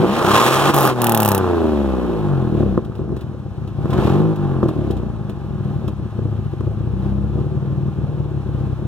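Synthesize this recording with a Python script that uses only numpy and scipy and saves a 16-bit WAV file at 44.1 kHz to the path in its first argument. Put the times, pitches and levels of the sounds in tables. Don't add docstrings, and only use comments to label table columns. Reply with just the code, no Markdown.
import sys
import numpy as np
from scipy import signal
from scipy.fft import rfft, irfft, next_fast_len
from scipy.io import wavfile
from scipy.ndimage import uniform_filter1d

SR = 44100
rng = np.random.default_rng(int(sys.argv[2]) if len(sys.argv) > 2 else 0)


def unload_audio(sound):
    columns = np.transpose(np.atleast_2d(sound))
    steps = np.round(np.clip(columns, -1, 1) * 32767)
    wavfile.write(sys.argv[1], SR, steps.astype(np.int16))


N = 391166
TIME = np.arange(N) / SR
FFT_SIZE = next_fast_len(N + SR)
FREQ = np.maximum(np.arange(FFT_SIZE // 2 + 1) * SR / FFT_SIZE, 1)
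SLOWEST_HZ, FASTEST_HZ = 13.9, 148.5

# hard firings at the start and in the blip, plus scattered pops
# t/s, level/dB, relative brightness/dB
THUMPS = [(0.019, -8, -18), (0.037, -3, -15), (0.054, -5, -16), (0.7, -3, -10), (2.63, -6, -18),
          (2.777, 0, -13), (2.921, -13, -20), (2.992, -9, -25), (3.093, -9, -26), (3.12, -11, -25),
          (3.168, -12, -24), (3.314, -17, -27), (3.345, -16, -25), (3.676, -16, -21), (3.857, -6, -17),
          (3.959, -11, -15), (3.929, -13, -9), (3.986, -10, -15), (4.001, -8, -17), (4.032, -9, -16),
          (4.073, -6, -14), (4.142, -7, -20), (4.152, -7, -21), (4.203, -4, -17), (4.63, 0, -13),
          (4.642, -7, -22), (4.657, -7, -24), (4.691, -4, -16), (4.904, -11, -16), (5.298, -12, -25),
          (5.884, -7, -17), (5.997, -15, -30), (6.191, -11.5, -19), (6.254, -14, -28), (6.536, -14, -27),
          (6.609, -11, -19), (6.67, -11, -24)]
# start/s, end/s, level/dB of cylinders 1-3, extra hiss/dB
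CRACKLES = [(0.745, 0.869, -16, -30.5, -21.5, -5.5), (1.019, 1.363, -11.5, -45.5, -35.5, 1),
            (1.21, 1.29, -33.5, -39, -19, 0.5)]


def firings(turns, rate_hz, scatter_db, jitter_turns_per_db=.0061):
    stroke = [(.25, 0.021, -0.25, 0.43, 0.027), (.37, 0.019, -0.17, 0.22, 0.48),
              (.51, 0.0094, 0, -0.12, -0.23), (.65, 0.12, -2, -0.024, -0.99),
              (.765, 0.046, -1.23, -0.8, -0.13), (.85, 0.0055, 0.05, 0.051, 0.044)]
    # idle level/dB, level at speed/dB, lag at speed/turns
    cylinders = [(0.5, 8.5, -0.041), (1.5, 1.5, 0.018), (3, 4, 0.017)]
    regimes_hz = [26, 58, 80, 102]
    count = int(turns[-1]) + 3
    chance = rng.standard_normal((count, len(stroke), 2))
    burn = rng.standard_normal(count)
    idle_db, speed_db, lag = np.array(cylinders)[np.arange(count) % len(cylinders)].T
    fast = np.interp(rate_hz, regimes_hz, [0, .5, .7, 1])
    out = 0
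    for j, (place, width, idle, middle, high) in enumerate(stroke):
        k = np.round(turns - place).astype(int)
        offset = turns - place - k - fast * lag[k] - jitter_turns_per_db * scatter_db * chance[k, j, 1]
        db = (1 - fast) * idle_db[k] + fast * speed_db[k]
        db += scatter_db * np.clip(.7 * (burn[k] + chance[k, j, 0]), -2, 1.5)
        size = np.interp(rate_hz, regimes_hz, [idle, middle, middle, high])
        out += size * undb(db) * np.exp(-np.abs(offset) / width) / width
    return out


def under_load(pulses, turns, rate_hz, pulling, release_s=.12):
    load = np.clip(pulling + 3 * fade(pulling, release_s) / (release_s * SR), 0, .9)
    load *= np.interp(rate_hz, [85, 125], [1, 0])
    return pulses - load * harmonic(pulses, turns, order=1, samples=1000)


def thin_idle(pulses, rate_hz, trough_hz=19, cut_hz=61):
    near = bell(np.log2(rate_hz / trough_hz), .22)
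    return pulses - .95 * near * through(pulses, lowpass(cut_hz, order=20))


def steep_fronts(turns, rate_hz, jitter_ms=.1, gain_db=20):
    # place/turns at middle and high speed, edge/ms at 84 Hz, length/ms,
    # share left when slowed, size for cylinders 1-3
    fronts = [(.45, 0.332, 0.14, 0.45, 0.34, 0.71, 0.13, 0.52),
              (.69, 0.492, 1, 0.43, 1.37, 0.9, 1.06, 1.28)]
    chance = rng.standard_normal((int(turns[-1]) + 3, len(fronts), 2))
    early = np.interp(rate_hz, [92, 110], [0, 1])
    slowed = np.interp(rate_hz, [66, 92], [1, 0])
    out = .11 * np.cos(2 * np.pi * (turns - .2))
    for j, (middle, high, edge_ms, length_ms, share, *sizes) in enumerate(fronts):
        since = turns - middle - early * (high - middle)
        k = np.round(since).astype(int)
        ms = 1000 * (since - k) / rate_hz - jitter_ms * chance[k, j, 1]
        size = np.resize(sizes, len(chance)) * undb(chance[:, j, 0])
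        shape = np.tanh(ms / edge_ms * (rate_hz / 84) ** 2) * np.exp(-np.abs(ms) / length_ms)
        out -= size[k] * (1 - slowed * (1 - share)) * shape
    return undb(gain_db) * out


def pipe_response():
    # f/Hz, width/Hz, level/dB
    pipe_modes = [(69.9, 6.8, 4), (106.1, 10.2, 3.5), (142.3, 29.5, 7.5), (198.8, 21.7, 5),
                  (232.4, 24, -4.5), (307, 36, 0), (346.4, 25.6, 2.5), (375.6, 16, -4.5), (470, 17, -5.5),
                  (626, 280, -14.5), (788, 26.6, -7), (952, 55, -23.5), (1041, 26, -8.5), (1163, 30, -15),
                  (1480, 75, -54)]
    # f/Hz, width/Hz, level/dB
    silencer_modes = [(214.7, 30, 14), (374, 78, 2.5)]
    ringing = resonances(pipe_modes)
    straight = 1 + undb(-5) * ringing + resonances(silencer_modes)
    mouth = (1 - lowpass(52, order=4)) * lowpass(1650)
    return ringing * mouth, straight * mouth


def exhaust(pulses, fronts, gas, slow, steep, levels_db, wake_db=9):
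    ringing, straight = pipe_response()
    beat_spectrum = rfft(pulses, FFT_SIZE) * ringing + rfft(fronts, FFT_SIZE) * straight
    gas_spectrum = rfft(gas, FFT_SIZE) * ringing
    low, middle = lowpass(275), lowpass(680)
    bands = low, middle - low, 1 - middle
    gas_db = -9, 2 * slow, 5 + 10 * slow + wake_db * steep
    *bands_db, turbulence_db = levels_db
    out = 0
    for band, rush_db, band_db in zip(bands, gas_db, bands_db):
        beat = steady(irfft(beat_spectrum * band, FFT_SIZE)[:N])
        rush = steady(irfft(gas_spectrum * band, FFT_SIZE)[:N])
        out += undb(band_db) * steady(beat + undb(turbulence_db + rush_db) * rush)
    return out


def starvation(rate_hz, below_hz=32.05, span_hz=5.3, onset_per_s=.35):
    fall_per_s = -uniform_filter1d(np.gradient(np.log(rate_hz)) * SR, size=4000)
    return np.clip(2 * (fall_per_s - onset_per_s), 0, 1) * np.clip((below_hz - rate_hz) / span_hz, 0, 1)


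def exhaust_levels(rate_hz, throttle, starved, afterbark_db=-18, afterbark_s=.021):
    # slowest level/dB, fastest level/dB, curve exponent,
    # full-throttle gain/dB when slow and when fast, starved gain/dB
    boom_voice = (-21.5, -22, 0, 6.5, -3.5, -4)
    bark_voice = (-36, -22, 1.36, 20, 3.5, -6.5)
    rasp_voice = (-47, -23.5, 1.5, 25.5, 6.5, -2.5)
    hiss_voice = (-59.5, -44, 2.5, 19.5, 24.5, -3)
    # rate/Hz, width/octaves, boom/dB, bark/dB, rasp/dB
    drones = [(35.36, 0.17, 2, 7, -4), (45.7, 0.21, 3, 2, 2), (56.8, 0.12, -2.5, 3.5, -1.5),
              (73.3, .17, 2.5, 3, -2.5), (82.6, 0.19, -2, 4, 1), (101.6, 0.19, 3.5, 0, 3)]
    # t/s, half length/s, boom/dB, bark/dB, rasp and hiss/dB
    stumbles = [(0, 0.12, 5.5, 4.5, 8), (0.142, 0.051, -4.5, -8.5, 4.5), (0.372, .06, -1, 2.5, 2),
                (0.743, 0.12, 5.5, 0.5, 2.5), (0.87, 0.056, -0.5, 1.5, 1.5), (0.956, 0.031, -2, -2.5, -8),
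                (2.6, .035, 3, 3, 3.5), (2.868, 0.089, -3, 0, -4.5), (3.07, 0.11, 0, 6, -4),
                (3.402, 0.19, -4, -3, -3.5), (3.729, 0.048, -5, -9, -3), (3.936, 0.0074, 9.5, -6.5, 8.5),
                (4.044, .06, 2, -3, 1.5), (4.24, 0.15, 3.5, 2.5, 1), (4.363, 0.023, -8.5, -8, -4),
                (4.739, 0.016, -11.5, -9, 1), (4.862, .08, -2, -1, 2.5), (5.403, 0.049, -5.5, -2.5, 0.5),
                (5.707, 0.096, 3, 2, 3), (5.841, 0.03, 2.5, 6, 2.5), (6.104, 0.049, -7.5, -7, 0),
                (5.95, 0.019, -4, -14, -0.5), (6.492, 0.091, -2.5, -6, 0.5), (6.569, 0.016, -5, -3.5, -1),
                (7.063, 0.059, -0.5, 3, 4), (7.4, 0.051, 1.5, 6, 2.5), (7.947, .018, -7, -10.5, 0),
                (8.427, 0.017, -7.5, -9, 0.5), (8.623, 0.12, 1.5, 0, 2), (8.759, 0.012, -6.5, -28, 0)]
    speed = np.clip(np.log(rate_hz / SLOWEST_HZ) / np.log(FASTEST_HZ / SLOWEST_HZ), 1e-6, 1)
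    levels_db = np.zeros((4, N))
    for i, voice in enumerate((boom_voice, bark_voice, rasp_voice, hiss_voice)):
        slow_db, fast_db, bend, push_slow_db, push_fast_db, starved_db = voice
        coast_db = slow_db + (fast_db - slow_db) * speed ** bend
        push_db = push_slow_db + (push_fast_db - push_slow_db) * speed
        levels_db[i] = coast_db + throttle * push_db + starved * starved_db
    for hz, octaves, *gains_db in drones:
        levels_db[:3] += np.outer(gains_db, bell(np.log2(rate_hz / hz), octaves))
    for t_s, half_s, *gains_db in stumbles:
        levels_db += np.outer(gains_db + gains_db[-1:], bell(TIME - t_s, half_s))
    boom_db, bark_db, rasp_db, hiss_db = levels_db
    hiss_db += sum(db * burst(TIME, start_s, end_s) for start_s, end_s, *_, db in CRACKLES)
    thump_s, thump_db, _ = np.transpose(THUMPS)
    afterbark = fade(clicks(thump_s, undb(thump_db + afterbark_db)), afterbark_s)
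    return boom_db, 20 * np.log10(np.hypot(undb(bark_db), afterbark)), rasp_db, hiss_db


def hums(x, turns, rate_hz):
    # t/s, half length/s, approximate f/Hz, gain/dB
    swells = [(1.492, 0.11, 440, 5.5), (2.033, .1, 366, 5.5), (2.36, .07, 135, 3.5),
              (2.694, 0.081, 196, 10), (4.134, 0.049, 195, 6.5), (4.27, .06, 161, 5.5),
              (4.3, .06, 300, 8.5), (4.655, 0.029, 310, 8.5), (6.5, .4, 102, 3.5), (7.084, .1, 197, 14.5),
              (7.323, 0.16, 215, 11), (7.195, 0.47, 68, 6.5), (7.8, .3, 135, 5), (7.45, .25, 372, 6),
              (7.9, .3, 384, 6.5), (8.5, .3, 372, 5.5), (7.85, .35, 77, 6.5)]
    out = x.copy()
    for t_s, half_s, hz, db in swells:
        firing_hz = np.interp(t_s, TIME, rate_hz)
        tone = harmonic(x, turns, order=round(hz / firing_hz), samples=int(2 * SR / firing_hz))
        out += (undb(db) - 1) * bell(TIME - t_s, half_s) * tone
    return out


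def gas_puffs(turns, throttle, slow, gust_db=2.7, gust_s=.004):
    knots_s = np.arange(0, TIME[-1], gust_s)
    gusts = np.interp(TIME, knots_s, np.clip(1.2 * rng.standard_normal(len(knots_s)), -2, 2))
    puff = undb((1 - .27 * slow) * np.cos(2 * np.pi * (turns - .55)) + gust_db * throttle * gusts)
    return puff / np.sqrt(np.mean(puff ** 2))


def jet(envelope, roar):
    # f/Hz, level/dB
    spectrum = [(900, -49), (1600, 1.5), (2100, 3), (3100, 2.5), (4100, -2.5), (5000, -9), (6400, -12.5),
                (8500, -14), (13000, -18.5), (16000, -18.5)]
    # f/Hz, width/Hz, level/dB
    modes = [(1077, 130, 1), (1214, 28, 3), (2830, 50, -15), (3196, 68, -11), (3720, 50, -17)]
    rush = hiss(spectrum)
    ring = through(rng.standard_normal(N), resonances(modes))
    direct = rush + undb(6) * roar * ring / ring.std()
    scattered = undb(-2) * np.array([hiss(spectrum), hiss(spectrum)])
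    return envelope * direct, envelope * scattered


def spray(flow, full_db=-20, per_halving_db=-15.5):
    level_db = full_db - per_halving_db * np.log2(flow + 1e-6)
    return undb(level_db) * hiss([(2500, -43.5), (5000, -16.5), (9000, -18.5), (15500, -25)])


def thumps(rebound_s=.0013, bright_db=11):
    t_s, db, tilt_db = np.transpose(THUMPS)
    ringing, _ = pipe_response()
    front = undb(-8) * lowpass(670, order=4) * (1 - lowpass(80, order=2))
    shape = (ringing + front) * (1 - .8 * np.exp(-2j * np.pi * FREQ * rebound_s))
    low = lowpass(290, order=4)
    thud = through(clicks(t_s, undb(db)), shape * low)
    snap = through(clicks(t_s, undb(db + tilt_db + bright_db)), shape * (1 - low))
    return (thud + snap) / np.abs(irfft(shape, FFT_SIZE)).max()


def burst(t_s, start_s, end_s, attack_s=.016, release_s=.046):
    return np.interp(t_s, [start_s - attack_s, start_s, end_s, end_s + release_s], [0, 1, 1, 0])


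def crackle(turns, rate_hz, ring_s=.0022, tail_s=.009, scatter_db=1.2):
    # f/Hz, level/dB
    spectrum = [(600, -20), (1400, 2), (2200, 0.5), (3500, -3), (4400, -6), (5150, -6), (6500, -5),
                (8000, -5), (9300, 0), (10000, -3.5), (11000, 5.5), (11900, -4), (12600, 6), (13400, 6),
                (14100, -2), (15000, 3.5), (15700, 0.5), (17000, -13.5)]
    count = int(turns[-1])
    place = np.interp(rate_hz, [97, 117], [.37, .29])
    t_s = np.interp(np.arange(count), turns - place, TIME)
    sizes = sum(np.resize(undb(cylinder_db), count) * burst(t_s, start_s, end_s) ** 2
                for start_s, end_s, *cylinder_db, _ in CRACKLES)
    fronts = clicks(t_s, sizes * undb(scatter_db * rng.standard_normal(count)))
    decay = np.exp(-TIME / ring_s) + .2 * np.exp(-TIME / tail_s)
    fresh = through(fronts, rfft(decay, FFT_SIZE)) * hiss(spectrum)
    metallic = through(fronts, rfft(decay * hiss(spectrum), FFT_SIZE))
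    return (fresh + metallic) / np.sqrt(2)


def tailpipe_ring(turns, ring_hz=835, ring_s=.009, ring_db=-11.5):
    t_s = np.interp(np.arange(2, turns[-1], 3) + .33, turns, TIME)
    strength = undb(ring_db) * np.interp(t_s, [.97, 1.02, 1.2, 1.45], [0, 1, 1, 0])
    pole = np.exp((2j * np.pi * ring_hz - 1 / ring_s) / SR)
    return signal.lfilter([1], [1, -pole], clicks(t_s, strength) + 1e-18).imag


def spits(decay_s=.011):
    # t/s, relative level/dB
    drops = [(0.737, -22.5), (2.78, -48), (2.848, -39.5), (2.9527, -40), (2.979, -47.5), (3.1646, -36),
             (3.1896, -49), (3.2096, -36), (3.675, -39), (3.904, -29.5), (4.3586, -35), (4.6313, -37.5),
             (4.6849, -29.5), (4.908, -30.5), (4.9683, -37), (5.295, -33), (5.879, -31.5)]
    t_s, db = np.transpose(drops)
    sizzle = hiss([(150, -9.5), (350, 12), (1200, 6.5), (2000, 3.5), (3300, 9), (5500, -4.5),
                   (9000, -6), (14000, -8)])
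    return fade(clicks(t_s, undb(db - 5)), decay_s) * sizzle


def buffet(boom_db):
    return undb(boom_db - 26) * hiss([(10, -20.5), (35, -7), (55, -.5), (120, -37), (400, -87.5)])


def whirr(level_db=-67.5):
    # f/Hz, level/dB
    spectrum = [(3000, -16.5), (4150, 6), (4700, -3), (6100, 0.5), (7300, -7.5), (8450, -3), (9200, -10.5),
                (9850, -10), (10600, -16.5), (15000, -27.5)]
    return undb(level_db) * hiss(spectrum)


def microphone(x):
    # f/Hz, left minus right/dB
    balance = [(45, 5), (100, 3), (245, 3), (290, -6.5), (375, 2), (440, -3), (500, 0), (1500, -1),
               (2600, -2.5), (3900, 1), (9000, -2), (15000, -1.5)]
    # f/Hz, left lead/rad
    lead = [(50, -2), (160, 1.35), (260, -1.55), (310, -0.33), (420, 1.5), (510, 0.36), (1600, 0.53),
            (2020, -3), (2320, -3.5), (2750, 1.5), (3600, 0.5), (4400, 2.5), (5400, 1.35), (9000, 1.77),
            (13000, 1.57)]
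    left = undb(across(balance) / 2) * np.exp(.5j * across(lead))
    return through(x, np.array([left, 1 / left]))


def undb(db):
    return 10 ** (np.asarray(db) / 20)


def bell(offset, width):
    return np.exp(-np.minimum((offset / width) ** 2, 20))


def across(points):
    hz, value = np.transpose(points)
    return np.interp(np.log(FREQ), np.log(hz), value)


def through(x, response):
    return irfft(rfft(x, FFT_SIZE) * response, FFT_SIZE)[..., :N]


def lowpass(hz, order=8):
    return 1 / (1 + (FREQ / hz) ** order)


def resonances(modes):
    return sum(undb(db) / (1 + 1j * (FREQ ** 2 - hz ** 2) / (FREQ * width)) for hz, width, db in modes)


def smooth(x, samples):
    return uniform_filter1d(uniform_filter1d(x, samples), samples)


def steady(x):
    return x / np.sqrt(smooth(x * x, samples=5500) + 1e-14)


def harmonic(x, turns, order, samples):
    spin = np.exp(2j * np.pi * order * turns)
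    return 2 * (smooth(x / spin, samples) * spin).real


def hiss(spectrum):
    x = through(rng.standard_normal(N), undb(across(spectrum)))
    return x / x.std()


def clicks(t_s, sizes):
    at = np.clip(t_s * SR, 0, N - 2)
    i = at.astype(int)
    return np.bincount(i, sizes * (1 - at + i), N) + np.bincount(i + 1, sizes * (at - i), N)


def fade(x, decay_s):
    return signal.lfilter([1], [1, -np.exp(-1 / (decay_s * SR))], x + 1e-18)


def scene():
    # t/s, firing rate/Hz
    speed = [(0.0, 53.13), (0.25, 95.3), (0.48, 130.0), (0.7, 148.24), (0.9, 128.66), (1.22, 107.23),
             (2.14, 56.01), (2.97, 24.87), (3.72, 13.92), (3.98, 23.77), (4.06, 38.5), (4.13, 47.5),
             (4.2, 52.3), (4.28, 54), (4.5, 46.5), (4.7, 39.03), (5.37, 23.07), (6.07, 15.43),
             (6.55, 13.99), (7.66, 19.46), (8.02, 19.13), (8.36, 17.22), (8.87, 16.1)]
    # t/s, throttle opening/0-1
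    pedal = [(0, 0.38), (.17, 0.58), (.36, 0.92), (.68, 0.55), (.88, 0.63), (.93, 0.33), (3.78, 0.13),
             (3.89, 0.36), (3.93, 0.62), (4.04, 0.82), (4.27, 0.12), (6.85, 0.04), (7.05, 0.05),
             (7.45, 0.05)]
    # t/s, gain/dB
    catch = [(.703, -0.5), (.72, -9.5), (.735, -9.5), (.739, 0)]
    t_s, hz = np.transpose(speed)
    rate_hz = np.exp(np.interp(TIME, t_s, np.log(hz)))
    turns = .662 + np.cumsum(rate_hz) / SR
    throttle = np.interp(TIME, *np.transpose(pedal))
    dip = undb(np.interp(TIME, *np.transpose(catch)))

    slow = np.clip((70 - rate_hz) / 45, 0, 1)
    starved = starvation(rate_hz)
    pulling = np.clip((throttle - .26) / .24, 0, 1)
    roar = pulling * np.clip((rate_hz - 65) / 22, 0, 1)
    steep = (1 - pulling) * np.interp(rate_hz, [53, 61], [0, 1])

    boom_db, bark_db, rasp_db, hiss_db = exhaust_levels(rate_hz, throttle, starved)
    scatter_db = .7 + 1.2 * slow + 2.4 * starved + 1.3 * roar
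    turbulence_db = -15 + 9.5 * slow + 16 * roar - 5 * (pulling - roar)
    puff = gas_puffs(turns, throttle, slow)
    pulses = under_load(firings(turns, rate_hz, scatter_db), turns, rate_hz, pulling)
    pulses = (1 - steep) * thin_idle(pulses, rate_hz)
    fronts = steep * steep_fronts(turns, rate_hz)
    gas = puff * rng.standard_normal(N)
    body = dip * exhaust(pulses, fronts, gas, slow, steep, (boom_db, bark_db, rasp_db, turbulence_db))

    direct = hums(body, turns, rate_hz) + dip * puff * spray(throttle * rate_hz / FASTEST_HZ)
    direct += buffet(boom_db) + whirr()
    direct += thumps() + crackle(turns, rate_hz) + tailpipe_ring(turns) + spits()
    jet_direct, jet_scattered = jet(dip * puff * undb(hiss_db + 1.5), roar)
    return microphone(direct + jet_direct) + jet_scattered


def record(dry, top_hz=16000):
    top_cut = signal.ellip(8, .2, 70, top_hz, fs=SR, output="sos")
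    return signal.sosfilt(top_cut, np.clip(dry, -.9, .9))


dry = scene()
out = record(dry)
unload_audio(out)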